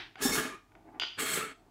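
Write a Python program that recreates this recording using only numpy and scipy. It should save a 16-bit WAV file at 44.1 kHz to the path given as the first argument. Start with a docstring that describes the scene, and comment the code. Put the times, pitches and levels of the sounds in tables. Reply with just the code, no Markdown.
"""Motor-driven marble maze

Small motors tilt a wooden maze on a table in a small room. Twice the drive swings the board: its gears whine,
and stick-slip friction excites the modes of the box, with short creaks and soft thuds. The marble rattles at
the start, and its first tap rings briefly; between the swings it rolls along a lane and knocks against the
walls."""
import sys
import numpy as np
from scipy import signal
from scipy.fft import rfft, irfft
from scipy.io import wavfile

SR = 44100
rng = np.random.default_rng(int(sys.argv[2]) if len(sys.argv) > 2 else 0)


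def materialize(psi):
    """Save the field psi as 16-bit PCM at rate SR to the path in sys.argv[1].

    A 1-D psi becomes a single channel; in a 2-D psi each row is a channel.
    """
    bounded = np.clip(np.atleast_2d(psi).T, -1, 1)
    quanta = np.round(bounded * 32767).astype(np.int16)
    wavfile.write(sys.argv[1], SR, quanta)


N = 74970


def rubbing(swing, spectrum):
    """Stick-slip friction: dense pulses excite the box; bass, middle and treble swell with the swing."""
    # modes of the box: f/Hz, level over the plain rubbing/dB, T60/s
    box_modes = [(275.8, 6.5, 0.086), (401.7, 12, 0.77), (436.3, 10.5, 0.33), (636.7, 11.5, 0.27),
                 (858, 14, 0.49), (1202, 8.5, 1), (1320, -1, 0.61), (1698.3, 11.5, 0.18), (1790, -2, 0.91),
                 (2208, 15, 0.55), (2404, 3.5, 0.638), (3640, 2, 0.41), (4386, 10.5, 0.056)]
    t = clock()
    slips = clicks(per_s=9000, scatter_db=1) * undb(0.9 * walk(per_s=98.6))  # with a slight judder
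    box = sum((undb(db) - 1) * 2 * np.log(1000) / (t60 * SR) * fade(t60) * np.cos(2 * np.pi * hz * t)
              for hz, db, t60 in box_modes)
    fine_modes = rng.standard_normal(N) * fade(t60=0.089)  # so crowded that they ring as noise
    fine_gain = undb(1)
    overtones = fine_gain * band(conv(slips, fine_modes / np.linalg.norm(fine_modes)), 2660, 18300)
    wood = colour((slips + overtones) / np.hypot(1, .5 * fine_gain) + conv(slips, box), spectrum)
    times, treble_db, middle_db, bass_db = np.array(swing).T
    low, low_and_mid = below(wood, hz=692), below(wood, hz=3450)
    # signal, level/dB, reference band/Hz
    parts = [(low, bass_db - 6.5, (130, 600)),
             (low_and_mid - low, middle_db - 6, (1000, 3000)),
             (wood - low_and_mid, treble_db - 2, (4000, 15000))]
    out = 0
    for part, db, reference in parts:
        envelope = undb(np.interp(t, times, db, left=-np.inf, right=-np.inf))
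        out = out + part / band(wood, *reference).std() * envelope
    # the top of the hiss goes first as the board slows
    full_hiss_db = -38
    brightness = undb(0.7 * np.minimum(np.interp(t, times, treble_db) - full_hiss_db, 0))
    dull = below(out, hz=11460)
    return dull + brightness * (out - dull)


def board_swings():
    """Sliding friction sounds while the board tilts: two swings, each with its own spectrum."""
    # envelopes of each swing: t/s, relative level/dB of treble, middle and bass
    swings = [
        [(0.18, -78, -47, -55.5), (0.226, -31, -32.5, -30), (0.258, -29, -33.5, -34.5),
         (0.312, -36.5, -33, -24), (0.32, -34, -34, -27), (0.346, -30, -31.5, -31), (0.358, -32, -29, -34.5),
         (0.4, -37.5, -29, -27), (0.436, -43, -34.5, -37), (0.452, -44, -32, -40), (0.55, -62, -49, -48),
         (0.62, -89, -62.5, -85)],
        [(1.16, -97.5, -74, -105), (1.174, -66, -47, -44.5), (1.188, -43.5, -29, -36), (1.198, -33, -27.5, -37),
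         (1.24, -37.5, -34.5, -36), (1.268, -36.5, -31, -41.5), (1.352, -32, -32, -36.5),
         (1.376, -33.5, -26.5, -27.5), (1.406, -41.5, -32, -40), (1.432, -43.5, -36, -40.5),
         (1.524, -61.5, -45, -54.5), (1.58, -99, -86, -79)],
    ]
    # friction spectra of the two swings: f/Hz, level/dB
    first_spectrum = [(25, -10.5), (45, 1), (75, -13), (130, -1), (250, 3), (400, 6), (540, -6.5),
                      (820, -8.5), (1000, -8.5), (1200, 0), (1700, -3.5), (2500, -10.5), (4000, -11.5),
                      (7500, -5.5), (11000, -7), (15500, -15)]
    second_spectrum = [(25, -5), (70, -12.5), (130, -1), (240, 0.5), (450, 2), (580, -6), (980, -10.5),
                       (1200, 3.5), (2200, -0.5), (3600, -6), (4400, -6.5), (5400, -9), (6700, -4),
                       (7800, 5), (8700, -2), (12500, -6), (15500, -9.5)]
    return rubbing(swings[0], first_spectrum) + rubbing(swings[1], second_spectrum)


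def gear_whine():
    """Tooth meshing: pitch and strength follow the speed as each motor spins up, holds and brakes."""
    # motor runs: start t/s, braking t/s, then for full speed: gear f/Hz, start and braking level/dB
    runs = [(.18, .365, 1817, -29.5, -45), (1.15, 1.335, 1085, -48, -41.5)]
    # partials of the whine: multiple of the gear frequency, level/dB
    partials = [(.6, -12), (1, -13), (2, -4), (3, 0), (4, -6)]
    spin_up_s, spin_down_s, flutter_db = .075, 0.044, 3
    t, out = clock(), 0
    for start, brake, hz, start_db, brake_db in runs:
        rise = np.sin(np.pi / 2 * np.clip((t - start) / spin_up_s, 0, 1))
        fall = np.cos(np.pi / 2 * np.clip((t - brake) / spin_down_s, 0, 1))
        speed = rise * fall
        wobble = 1 + .006 * walk(per_s=180)
        phase = 2 * np.pi * np.cumsum(hz * speed * wobble) / SR
        teeth = sum(undb(db + flutter_db * walk(per_s=180)) * np.sin(k * phase) for k, db in partials)
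        out = out + teeth * speed ** 5.6 * undb(np.interp(t, [start, brake], [start_db, brake_db]))
    return out


def short_tones():
    """Short tones: mostly mode locking, where the slipping briefly follows one resonance and squeals, with a
    weak octave; the first tone is the ring of the marble's first tap."""
    # short tones: t/s, duration/s, f/Hz, level/dB; the first is the ring of the marble's first tap, the rest
    # are creaks
    tones = [(0.165, 0.024, 752, -51.5), (0.223, 0.022, 1689, -35.5), (0.25, 0.031, 1674, -37.5),
             (0.302, 0.063, 2190, -37), (0.371, 0.038, 1643, -37), (0.488, 0.086, 1198, -46),
             (1.301, 0.013, 3176, -42), (1.39, 0.076, 1301, -40)]
    flutter_db, wander_hz = 2.5, 32
    t, out = clock(), 0
    for start, length, hz, db in tones:
        arch = np.sin(np.pi * np.clip((t - start) / length, 0, 1))
        swell = arch * undb(db + flutter_db * walk(per_s=300))
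        phase = 2 * np.pi * np.cumsum(hz + wander_hz * walk(per_s=300)) / SR
        out = out + np.sqrt(2) * swell * (np.sin(phase) + undb(-8) * np.sin(2 * phase))
    return out


def thuds():
    """Soft impacts excite the low modes of the board, which radiates little deep bass."""
    # pushes of the board against its frame: t/s, relative level/dB
    pushes = [(0.251, -24.5), (0.29, -49), (0.447, -37.5), (1.224, -41.5), (1.361, -46)]
    # modes of the board: f/Hz, level/dB, T60/s
    board_modes = [(258.7, 7, 0.11), (389.7, -2.5, 0.12), (798.6, -5, 0.1)]
    push_s = 0.0035
    thud = band(ring(board_modes) * np.minimum(clock() / push_s, 1), lo_hz=119, hi_hz=3020)
    return sum(undb(db) * start_at(thud, start) for start, db in pushes)


def marble_knocks():
    """Hard impact: the marble excites the modes of a wall, and the board beneath knocks hollowly."""
    # impacts: t/s, relative level/dB of the clack and of the hollow knock
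    impacts = [(.156, -52.5, -41.5), (0.7186, -80, -58), (0.7516, -85, -50.5), (0.9982, -23.5, -34.5),
               (1.020, -35, -29), (1.034, -35, -29.5)]
    # modes of a struck wall: f/Hz, level/dB, T60/s
    wall_modes = [(3010, -2, 0.015), (3390, -14.5, 0.015), (4150, -5, 0.021), (4760, -4.5, 0.034),
                  (6050, -23, 0.0099), (6470, -16, 0.016)]
    # spectra of the contact crack and of the hollow knock: f/Hz, level/dB
    crack_spectrum = [(100, -42.5), (400, -18), (800, -16), (2400, 3), (3250, 19.5), (3900, 3.5),
                      (6700, -6), (7600, -14), (15000, -30.5)]
    hollow_spectrum = [(30, -46), (130, -13), (330, 4), (550, -6.5), (800, 5), (1050, 4.5), (1430, 14),
                       (1700, -1.5), (2060, 10), (2900, 0), (4000, -12.5), (6500, -18), (10000, -48)]
    split_hz, full_tick_db = 6700, -30.5
    clack = undb(-4.5) * burst(crack_spectrum, t60=0.021) + undb(-6) * ring(wall_modes)
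    hollow = burst(hollow_spectrum, t60=0.026)
    body = butterworth(clack, split_hz, "low", order=10)
    tick = butterworth(clack, split_hz, "high", order=6)
    clacks, hollows_and_ticks = 0, 0
    for start, clack_db, hollow_db in impacts:
        # in soft impacts the level of the tick falls twice as fast as that of the clack
        tick_db = 1.5 + clack_db + min(clack_db - full_tick_db, 0)
        clacks += undb(clack_db) * start_at(body, start)
        hollows_and_ticks += start_at(undb(hollow_db) * hollow + undb(tick_db) * tick, start)
    return room(clacks, wet_db=1) + room(hollows_and_ticks, wet_db=-11.5)


def marble_clatter():
    """Dense random impacts merge into a brief rattle, already dying away at the start."""
    # spectrum of the rattle: f/Hz, level/dB
    spectrum = [(100, -4), (240, -15), (320, 6.5), (550, -15.5), (780, -0.5), (1250, -5.5), (1600, 2.5),
                (3000, 0), (3650, 1), (4500, -7.5), (5900, -16), (7000, -30.5), (15000, -46)]
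    # its decay: t/s, level/dB
    decay = [(0, -42), (.066, -51.5), (.09, -58.5), (.3, -91)]
    times, db = np.array(decay).T
    rattle = unit(colour(clicks(per_s=5000, scatter_db=1.5), spectrum))
    return rattle * undb(np.interp(clock(), times, db, right=-np.inf))


def marble_rolling():
    """Roughness excitation: the marble bumps over the wood grain, brighter the harder it rolls."""
    # envelope of the roll: t/s, level/dB
    envelope = [(.70, -68.5), (0.759, -54.5), (0.831, -60.5), (0.885, -52), (0.921, -57), (0.949, -49),
                (1.0, -54), (1.119, -95), (1.55, -67), (1.61, -62), (1.7, -65)]
    # spectrum of the bumps: f/Hz, level/dB
    spectrum = [(100, -15), (220, -3.5), (315, 8.5), (400, 3.5), (520, -7), (650, 2.5), (770, 2),
                (1000, -3), (1500, -8.5), (2200, -9), (3500, -33), (8000, -51.5)]
    full_treble_db = -45.5
    level_db = np.interp(clock(), *np.array(envelope).T)
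    bumps = unit(room(colour(clicks(per_s=700, scatter_db=4.5), spectrum), wet_db=0))
    low = below(bumps, hz=1090)
    return (low + (bumps - low) * undb(level_db - full_treble_db)) * undb(level_db)


def room(x, wet_db):
    """Reverberation: dense wall reflections build up and decay; the very top is absorbed."""
    build_s, delay_s = 0.0045, .006
    reflections = below(rng.standard_normal(N), hz=8800) * (1 - np.exp(-clock() / build_s))
    low = butterworth(reflections, 4000, "low", order=1)
    tail = start_at(low * fade(t60=0.36) + (reflections - low) * fade(t60=0.42), delay_s)
    return x + undb(wet_db) * conv(x, tail / np.linalg.norm(tail))


def room_air():
    """Stationary background noise, strongest in the bass."""
    # spectrum of the background: f/Hz, level/dB
    spectrum = [(20, -16), (45, 5), (65, -17.5), (100, 3.5), (170, -10), (320, -12), (600, -30),
                (1500, -22), (4000, -29), (15000, -37.5)]
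    return undb(-66.5) * unit(colour(rng.standard_normal(N), spectrum))


def clicks(per_s, scatter_db):
    """Poisson impulses of random sign and log-normal size."""
    hits = rng.random(N) < per_s / SR
    return hits * np.sign(rng.standard_normal(N)) * undb(scatter_db * rng.standard_normal(N))


def ring(modes):
    """Free vibration: a sum of damped sines (f/Hz, level/dB, T60/s)."""
    return sum(undb(db) * fade(t60) * np.sin(2 * np.pi * hz * clock()) for hz, db, t60 in modes)


def burst(spectrum, t60):
    """Exponentially damped noise with a given spectrum."""
    noise = rng.standard_normal(N)
    return colour(noise * fade(t60), spectrum) / colour(noise, spectrum).std()


def walk(per_s):
    """Random fluctuation of unit RMS, interpolated between independent values."""
    steps = rng.standard_normal(N)
    return unit(np.interp(clock() * per_s, np.arange(N), steps))


def colour(x, spectrum):
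    """Minimum-phase filter through points (f/Hz, level/dB)."""
    hz, db = np.array(spectrum).T
    bin_hz = np.arange(N + 1) * SR / (2 * N)
    gain = undb(np.interp(np.log(bin_hz + 1), np.log(hz), db))
    cepstrum = irfft(np.log(gain))
    cepstrum[1:N] *= 2  # folding the cepstrum makes the filter causal
    cepstrum[N + 1:] = 0
    return irfft(rfft(x, 2 * N) * np.exp(rfft(cepstrum)))[:N]


def butterworth(x, hz, kind, order):
    """Causal filter with a maximally flat passband."""
    return signal.sosfilt(signal.butter(order, hz, kind, fs=SR, output="sos"), x)


def band(x, lo_hz, hi_hz):
    """Causal band-pass."""
    return butterworth(x, [lo_hz, hi_hz], "band", order=3)


def below(x, hz):
    """Zero-phase low-pass: subtracting it leaves the treble."""
    return signal.sosfiltfilt(signal.butter(3, hz, fs=SR, output="sos"), x)


def fade(t60):
    """Exponential decay by 60 dB in t60 seconds."""
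    return np.exp(-np.log(1000) * clock() / t60)


def start_at(x, seconds):
    """Pure time delay."""
    return np.concatenate([np.zeros(int(seconds * SR)), x])[:N]


def conv(x, response):
    """Convolution with an impulse response."""
    return signal.fftconvolve(x, response)[:N]


def undb(db):
    """Amplitude ratio of a level."""
    return 10 ** (np.asarray(db) / 20)


def unit(x):
    """Scaling to unit RMS."""
    return x / np.sqrt(np.mean(x ** 2))


def clock():
    """Sample times t/s."""
    return np.arange(N) / SR


def scene():
    """Superposition of drive, marble and background, the same in both channels."""
    friction, air = board_swings(), room_air()
    drive = room(friction, wet_db=-22) + room(gear_whine() + short_tones() + thuds(), wet_db=-14)
    marble = marble_knocks() + marble_clatter() + marble_rolling()
    mono = drive + marble + air
    return np.array([mono, mono])


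def record(dry):
    """Band limiting: the microphone drops the deepest rumble, and the top is cut off."""
    low_hz, top_hz = 28, 15720
    heard = butterworth(dry, low_hz, "high", order=3)
    return signal.sosfilt(signal.ellip(10, .2, 70, top_hz, fs=SR, output="sos"), heard)


dry = scene()
out = record(dry)
materialize(out)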